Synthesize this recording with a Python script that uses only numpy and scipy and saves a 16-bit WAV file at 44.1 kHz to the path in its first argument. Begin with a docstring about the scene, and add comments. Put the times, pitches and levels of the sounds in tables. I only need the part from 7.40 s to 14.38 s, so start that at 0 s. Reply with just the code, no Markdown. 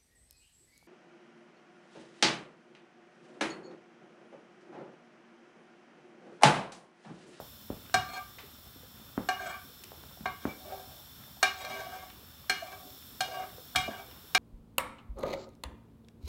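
"""A wooden spoon stirs thick soup in a metal pot on a gas stove, close by in a small kitchen.
Its knocks excite damped pot modes under a noise clack; its scrapes drive the modes with random slips.
Now and then a single mode squeaks. Bubbles are short sines of rising pitch, wet clicks are noise bursts.
The burner underneath is filtered noise: a low fluttering flame and a hissing gas jet."""
import sys
import numpy as np
from scipy import signal
from scipy.fft import rfft, irfft
from scipy.io import wavfile

SR = 44100
rng = np.random.default_rng(int(sys.argv[2]) if len(sys.argv) > 2 else 0)


def int16_out(signal):
    """Quantize to a 16-bit WAV file."""
    q = np.round(np.clip(np.atleast_2d(signal).T, -1, 1) * 32767)
    wavfile.write(sys.argv[1], SR, q.astype(np.int16))


N = 307818
T = np.arange(N) / SR  # s
AGE = T[:SR // 2]  # s since an event began
TOP_HZ = 15750


def undb(db):
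    """Level law: decibels to amplitude gain."""
    return 10 ** (np.asarray(db) / 20)


def unit(x):
    """Normalisation: scale to rms 1."""
    return x / np.sqrt(np.mean(x ** 2))


def fade(t60):
    """Exponential damping: the amplitude loses 60 dB in t60 seconds."""
    return np.exp(-np.log(1000) * AGE / t60)


def add(track, s, sound):
    """Superposition: mix a sound in from time s."""
    i = max(0, int(s * SR))
    track[i:i + len(sound)] += sound[:max(0, N - i)]


def colour(x, points):
    """Minimum-phase filtering: folding the cepstrum of the (Hz, dB) gain makes the filter causal."""
    size = 4096
    hz, db = np.transpose(points)
    grid = np.log(np.fft.rfftfreq(size, 1 / SR) + 1)
    log_gain = np.log(undb(np.interp(grid, np.log(hz), db)))
    cepstrum = irfft(log_gain)
    cepstrum[1:size // 2] *= 2
    cepstrum[size // 2 + 1:] = 0
    impulse = irfft(np.exp(rfft(cepstrum)))
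    return signal.fftconvolve(x, impulse)[:len(x)]


def band(x, lo_hz, hi_hz, order=3):
    """Band limiting: a Butterworth band-pass kept below TOP_HZ."""
    edges = [min(lo_hz, TOP_HZ - 100), min(hi_hz, TOP_HZ)]
    return signal.sosfilt(signal.butter(order, edges, "band", fs=SR, output="sos"), x)


def walk(rate):
    """Random modulation: straight lines between normal draws, rate of them per second."""
    return np.interp(T * rate, np.arange(N // 10), rng.standard_normal(N // 10))


# modes of the filled pot: pitch_hz [Hz], t60_s [s], struck_db [dB],
# high_db [dB, rubbed high on the wall], deep_db [dB, rubbed deep in the soup]
POT_MODES = [(390.6, 0.25, -14.5, -16.5, -7), (515, 0.094, -27, -44, -6), (627, 0.066, -37, -22.5, 3),
             (689, 0.062, -1.5, -3, -3.5), (747.8, 0.19, 4.5, -1, 3.5), (958, 0.06, -7, -10, -13.5),
             (1133, 0.21, -2.5, -3.5, -9.5), (1188, 0.21, -6, 13.5, -37), (1260, 0.06, -1.5, -7, -16.5),
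             (1525, 0.05, -1, -1, -17), (1596, 0.12, 7.5, 0, -12), (1780, 0.12, -2.5, -3.5, -28),
             (2140, 0.13, 0, -8.5, -15.5), (2294, 0.11, -0.5, -2, -17), (2341, 0.16, -1.5, -13, -33),
             (2375, 0.14, 2.5, -3, -27), (2874, 0.25, 1.5, -15.5, -17.5), (3268, 0.1, -1.5, -11.5, -21.5),
             (3765, 0.087, 0.5, -19, -21), (4267, 0.15, 0.5, -26, -26), (4294, 0.1, -3.5, -2, -42),
             (4820, 0.22, -38, -38, -20), (4890, 0.12, -8.5, -18, -31), (5190, 0.18, -9.5, -31, -32),
             (5700, 0.3, -15, -23, -29), (6290, 0.079, -30, -28, -23), (6620, 0.04, -1, -11.5, -28),
             (7710, 0.077, -8, -11, -30), (8500, 0.061, -11.5, -34, -30), (9200, 0.073, -9.5, -16, -41)]


def pot_ring(detune, scatter_db):
    """Modal superposition: one blow rings every mode; the sloshing soup shifts each a little."""
    hz, t60, db = np.transpose(POT_MODES)[:3]
    shift, size = rng.standard_normal((2, len(POT_MODES)))
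    signs = rng.choice([-1, 1], len(POT_MODES))
    pitches = hz * (1 + detune * shift)
    gains = signs * undb(db + scatter_db * size)
    modes = zip(pitches, gains, t60)
    return sum(gain * np.sin(2 * np.pi * f * AGE) * fade(t) for f, gain, t in modes)


def shimmer(count=16):
    """High modal density: thin short-lived wall modes, differing with each place of contact."""
    out = np.zeros(len(AGE))
    for place, size in rng.random((count, 2)):
        tone = np.sin(2 * np.pi * 4900 * 2.1 ** place * AGE)
        out += size * tone * fade(0.25) * undb(-9 * place)
    return out


BOOM_HZ, BOOM_OCTAVES = 685, 0.52  # centre and width of the wall's boom
PING_HZ, PING_OCTAVES = 3040, 0.46  # centre and width of the rim's ping
TILT_HZ, TILT_FROM_HZ = 1720, 1110  # pivot of the tilt; below the second the tilt gain is constant


def blow_colour(bright_db, boom_db, ping_db):
    """Contact stiffness: a harder blow tilts to treble; its place brings out wall boom or rim ping."""
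    hz = np.geomspace(200, 12000, 24)
    boom = np.exp(-.5 * (np.log2(hz / BOOM_HZ) / BOOM_OCTAVES) ** 2)
    ping = np.exp(-.5 * (np.log2(hz / PING_HZ) / PING_OCTAVES) ** 2)
    tilt = np.log2(np.maximum(hz, TILT_FROM_HZ) / TILT_HZ)
    return list(zip(hz, bright_db * tilt + boom_db * boom + ping_db * ping))


# spectrum of the dry clack of wood on metal: pitch_hz [Hz], level_db [dB]
CLACK_SPECTRUM = [(100, -27.5), (300, -0.5), (500, -13), (700, -4.5), (950, -6), (1550, 0.5), (1980, -14),
                  (2300, -6.5), (4200, -6), (4550, -16), (5100, -3), (8500, -19), (10500, -21),
                  (11700, -19.5), (15500, -25)]
# spoon knocks: start_s [s], level_db [dB], thump_db [dB, thump on the grate],
# bright_db [dB per octave], boom_db [dB, extra wall boom], ping_db [dB, extra rim ping]
SPOON_KNOCKS = [(0.541, -15.5, -37, -.5, 4.5, -8), (1.8875, -24, -65, -0.3, 8, -5),
                (2.8564, -26, -48, -7, 0, 0), (4.028, -16, -62, 1, 3.5, 0), (4.248, -42, -62, 2.5, 11.5, 2),
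                (5.0962, -19.5, -68, 0.6, -3, -1.5), (5.806, -31.5, -52, 5, 19.5, 2),
                (6.35, -32.5, -43, -8, -6, -9), (6.358, -20.5, -41.5, 2, 2, 0),
                (6.9478, -15, -57, 0.4, 0, 1)]
THUMP_HZ = 146  # the pot rocking on the grate


def knocks():
    """Impact excitation: each blow clacks the wood, rings the pot and jolts it on the grate."""
    out = np.zeros(N)
    for s, db, thump_db, bright_db, boom_db, ping_db in SPOON_KNOCKS:
        grain = unit(colour(rng.standard_normal(len(AGE)), CLACK_SPECTRUM))
        clack = grain * undb(-5.5) * fade(0.036)
        clack += grain * undb(-19.5) * fade(0.3)
        ring = undb(-9) * pot_ring(detune=0.0013, scatter_db=2.8)
        ring += undb(-22.5) * shimmer()
        pressed = .5 + .5 * fade(0.047)  # the spoon stays on the wall and soaks up part of the ring
        spread = 1 - np.exp(-AGE / 0.001)  # the blow takes a moment to travel round the wall
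        blow = spread * (clack + ring * pressed)
        add(out, s, undb(db) * colour(blow, blow_colour(bright_db, boom_db, ping_db)))
        rumble = rng.standard_normal(len(AGE))
        thump = unit(band(rumble, THUMP_HZ / 2.9, THUMP_HZ * 1.09, order=2))
        add(out, s, undb(thump_db) * thump * fade(0.35))
    return out


TOUCH_DB, EASE_DB_PER_S = -23.5, -13.5  # a bare touch against full pressure; easing during the hold


def pressure_db(t, press, hold, release):
    """Contact force: the hand leans in, holds while easing off, and lets go."""
    eased = EASE_DB_PER_S * hold
    corners = np.cumsum([0, press, hold, release])
    return np.interp(t, corners, [TOUCH_DB, 0, eased, eased + TOUCH_DB])


def resonate(x, hz, t60):
    """Driven resonance at rms 1: the moving spoon loads the wall and bends the mode's pitch."""
    pole = np.exp((2j * np.pi * hz - np.log(1000) / t60) / SR)
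    t = np.arange(len(x)) / SR
    bend = 0.00403 * np.interp(t * 9, np.arange(32), rng.standard_normal(32))
    # the contact passes over nodes and bellies of the mode, so its share comes and goes
    reach = undb(4.4 * np.interp(t * 14, np.arange(32), rng.standard_normal(32)))
    ringing = signal.lfilter([1], [1, -pole], x * reach)
    bending = np.exp(2j * np.pi * hz * np.cumsum(bend) / SR)
    return unit(np.imag(ringing * bending))


# strokes of the spoon dragging on the wall: start_s [s], press_s [s], hold_s [s], release_s [s],
# level_db [dB], depth_start [0-1, 1 is deep in the soup], depth_end [0-1],
# bright_db [dB per octave at the start], slowing [0-1]
SPOON_STROKES = [(0.626, .12, 0.039, 0.053, -38, 0, 0.2, 2.5, 0.13),
                 (1.929, 0.12, 0.1, .05, -40, .6, .15, 2.5, 0.16),
                 (2.981, 0.072, .03, 0.13, -51, 0.7, .6, 9, 0.46),
                 (3.194, 0.094, 0.016, 0.32, -43.5, .95, 0.91, -1.5, 0),
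                 (4.11, 0.11, .42, 0.047, -41, 0.63, 0.76, 4, 0.18),
                 (5.14, 0.052, .14, 0.22, -45, 0.3, .9, 6.5, 0.97),
                 (5.818, .12, .09, 0.068, -36.5, 1, .6, 4.5, 0.41),
                 (6.369, 0.014, 0.22, 0.059, -42.5, 0.39, 0.66, 7, 0.57)]
SLOWING_DB_PER_OCTAVE = -19.5  # brightness change over a stroke whose slowing is 1
SLIPS_PER_S = 900  # high on the wall; twice as many deep in the soup
GRIP_DB, GRIP_RATE, RASP_DB = 4, 80, -17.5  # spread and draws per second of the grip; rasp before brightness


def scrapes():
    """Stick-slip friction: a spray of tiny taps drives the modes; depth decides which they reach."""
    out = np.zeros(N)
    hz, t60, _, high_db, deep_db = np.transpose(POT_MODES)[:, :, None]
    octaves = np.log2(np.minimum(hz, 4000) / 1000)
    for s, press, hold, release, db, depth_start, depth_end, start_bright_db, slowing in SPOON_STROKES:
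        length = press + hold + release
        t = T[:min(int(length * SR), SR)]
        depth = np.clip(depth_start + (depth_end - depth_start) * t / length, 0, 1)
        # a quicker spoon is brighter and adds dry rasp
        bright_db = start_bright_db + SLOWING_DB_PER_OCTAVE * slowing * t / length
        chance, size = rng.random(SR)[:len(t)], rng.standard_normal(SR)[:len(t)]
        grip = undb(GRIP_DB * walk(GRIP_RATE)[:len(t)])  # the grip comes and goes in quick bursts
        slipping = chance < SLIPS_PER_S * (1 + depth) / SR
        slips = slipping * size * grip
        gains = undb(high_db + depth * (deep_db - high_db) + bright_db * octaves)
        gains = gains / np.sqrt(np.sum(gains ** 2, axis=0))
        modes = zip(gains, hz[:, 0], t60[:, 0])
        ring = sum(g * resonate(slips, f, decay) for g, f, decay in modes)
        rasp = unit(colour(slips, CLACK_SPECTRUM)) * undb(RASP_DB + bright_db)
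        contact = np.clip(np.minimum(t, length - t) / 0.0027, 0, 1)
        stroke_gain = undb(db + pressure_db(t, press, hold, release))
        add(out, s, contact * stroke_gain * (ring + rasp))
    return out


# brief squeaks: peak_s [s], level_db [dB], pitch_hz [Hz], swell_s [s, Gaussian width]
SPOON_SQUEAKS = [(1.999, -33.5, 1580, 0.003), (3.096, -41.5, 2313, 0.0067), (5.2285, -32.5, 671, 0.0037),
                 (5.960, -55.5, 2850, 0.055), (6.457, -41, 2370, 0.015)]


def squeaks():
    """Mode locking: the slipping wood swells one mode, whose pitch trembles with the grip."""
    out = np.zeros(N)
    middle = AGE.mean()
    for s, db, hz, swell in SPOON_SQUEAKS:
        pitch = hz * (1 + 0.0025 * walk(129)[:len(AGE)])
        envelope = np.exp(-.5 * ((AGE - middle) / swell) ** 2)
        tone = np.sin(2 * np.pi * np.cumsum(pitch) / SR)
        add(out, s - middle, undb(db) * envelope * tone)
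    return out


def bubble(hz, cycles, glide):
    """Cavity resonance: a sine loses 60 dB in a few cycles while its pitch rises by the glide."""
    t = AGE[:int(SR * cycles / hz)]
    life = t * hz / cycles
    return np.sin(2 * np.pi * hz * t * (1 + glide * life / 2)) * np.exp(-np.log(1000) * life)


# spectrum of the soup slopping back: pitch_hz [Hz], level_db [dB]
SLOP_SPECTRUM = [(50, 14.5), (80, 2.0), (160, 14), (260, -5), (400, -5), (520, 14),
                 (700, -0.5), (1100, -9), (1600, -14), (3000, -5)]
# big bubbles bursting through the thick soup: start_s [s], level_db [dB], pitch_hz [Hz, cavity],
# ring_cycles [cycles], snap_db [dB, skin against cavity], snap_hz [Hz]
BIG_BUBBLES = [(0.001, -25.5, 595, 3.7, -1.5, 1230), (0.3022, -18.5, 276, 3.2, -9, 600),
               (1.36, -43.5, 275, 8.8, -5, 900), (1.7776, -16.5, 260, 5.5, 3.5, 1200),
               (2.5185, -32.5, 500, 2.1, 3, 905), (2.6370, -46, 624, 2.2, 15, 1360),
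               (2.808, -34.5, 190, 8.6, 1, 1390), (3.0532, -17, 282, 6, 5.5, 1240),
               (6.182, -39.5, 490, 19, -5, 920), (6.4790, -27.5, 668, 44, -11, 1200),
               (6.4870, -22, 275, 3.1, -6, 554)]


def plops():
    """Bubble bursting: the skin snaps, the cavity rings briefly, and the soup slops back in."""
    out = np.zeros(N)
    for s, db, hz, cycles, snap_db, snap_hz in BIG_BUBBLES:
        add(out, s, undb(db + snap_db) * bubble(snap_hz, cycles=2.5, glide=0.24))
        add(out, s + 0.00044, -undb(db) * bubble(hz, cycles, glide=0.044))
        slop = unit(colour(rng.standard_normal(len(AGE)), SLOP_SPECTRUM))
        size = min(1, 300 / hz)  # low-pitched bubbles are larger and move more soup
        add(out, s, undb(db - 18.5) * size * slop * fade(0.2))
    return band(out, 53, 1720, order=3)


# small wet clicks as the spoon moves through the surface:
# start_s [s], level_db [dB], pitch_hz [Hz, places the noise band], length_s [s, 60 dB decay]
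WET_CLICKS = [(.4625, -34, 1330, 0.0064), (0.497, -32, 1190, 0.0084), (0.985, -38.5, 1650, 0.2),
              (2.4377, -32.5, 5500, 0.0039), (2.4410, -32.5, 7000, 0.0071), (3.838, -41, 1500, .01),
              (4.7, -39, 2250, 0.039), (5.624, -44, 2020, 0.022), (6.712, -37.5, 2000, 0.018)]


def smacks():
    """Film rupture: soup films tear with a decaying burst of broad-band noise."""
    out = np.zeros(N)
    for s, db, hz, length in WET_CLICKS:
        burst = rng.standard_normal(len(AGE)) * fade(length)
        add(out, s, undb(db) * band(burst, hz / 3.6, hz * 2, order=2))
    return out


def simmer(count=330):
    """Random superposition: many small bubble cavities, a few of them louder than the rest."""
    out = np.zeros(N)
    for when, pitch, size in rng.random((count, 3)):
        db = -57 - 2.8 * np.log(max(size, .02))
        add(out, when * N / SR, undb(db) * bubble(170 * 11 ** pitch, cycles=19.7, glide=0.27))
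    return out


# spectrum of the flame's rumble: pitch_hz [Hz], level_db [dB per Hz]
FLAME_SPECTRUM = [(20, -54), (40, -5), (70, 3.5), (120, -0.5), (180, -5), (260, -5.5), (400, -14.5),
                  (900, -15), (1400, -12), (2000, -20.5), (3000, -17.5), (6000, -55)]
# resonances of the gas jet's hiss: pitch_hz [Hz], width_hz [Hz], level_db [dB]
JET_RESONANCES = [(3170, 170, -2.5), (3542, 200, 3), (4110, 960, -5), (5373, 480, -1), (6250, 1500, -13),
                  (7410, 1020, -9), (8700, 840, -10.5), (9960, 420, -5.5), (11470, 220, -3.5),
                  (12000, 280, -0.5), (12900, 130, 1.5), (13330, 2500, -6), (15400, 580, 0)]
FLAME_DB, JET_DB = -56.5, -54.5  # levels about which each wanders


def burner():
    """Turbulent noise: the flame flutters low while the gas jet hisses through its resonant tube."""
    flutter_db = .8 * walk(3) + 1.1 * walk(22)
    flame = unit(colour(rng.standard_normal(N), FLAME_SPECTRUM)) * undb(FLAME_DB + flutter_db)
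    jet = np.zeros(N)
    for hz, width, db in JET_RESONANCES:
        jet += undb(db) * band(rng.standard_normal(N), hz - width / 2, hz + width / 2, order=2)
    return flame + unit(jet) * undb(JET_DB + 1.15 * walk(2.71))


def kitchen(x, wet_db, t60):
    """Reverberation: hob and near walls answer within milliseconds as a decaying noise tail."""
    tail = rng.standard_normal(len(AGE)) * fade(t60) * (AGE > .004)
    tail = tail / np.sqrt(np.sum(tail ** 2))
    tail = colour(tail, [(100, 2.5), (280, 0), (1000, 2.5), (4000, 4), (12000, -24.0)])
    return x + undb(wet_db) * signal.fftconvolve(x, tail)[:N]


def scene():
    """Superposition of sources: spoon and soup reverberate; the burner is added dry."""
    stove = knocks() + scrapes() + squeaks() + plops() + smacks() + simmer()
    return (kitchen(stove, wet_db=-7, t60=0.37) + burner())[None]


def record(dry):
    """Band-limited transduction: the microphone loses the deepest bass and the top."""
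    sound = signal.sosfilt(signal.butter(2, 45, "high", fs=SR, output="sos"), dry)
    return signal.sosfilt(signal.ellip(10, .2, 75, TOP_HZ, fs=SR, output="sos"), sound)


dry = scene()
out = record(dry)
int16_out(out)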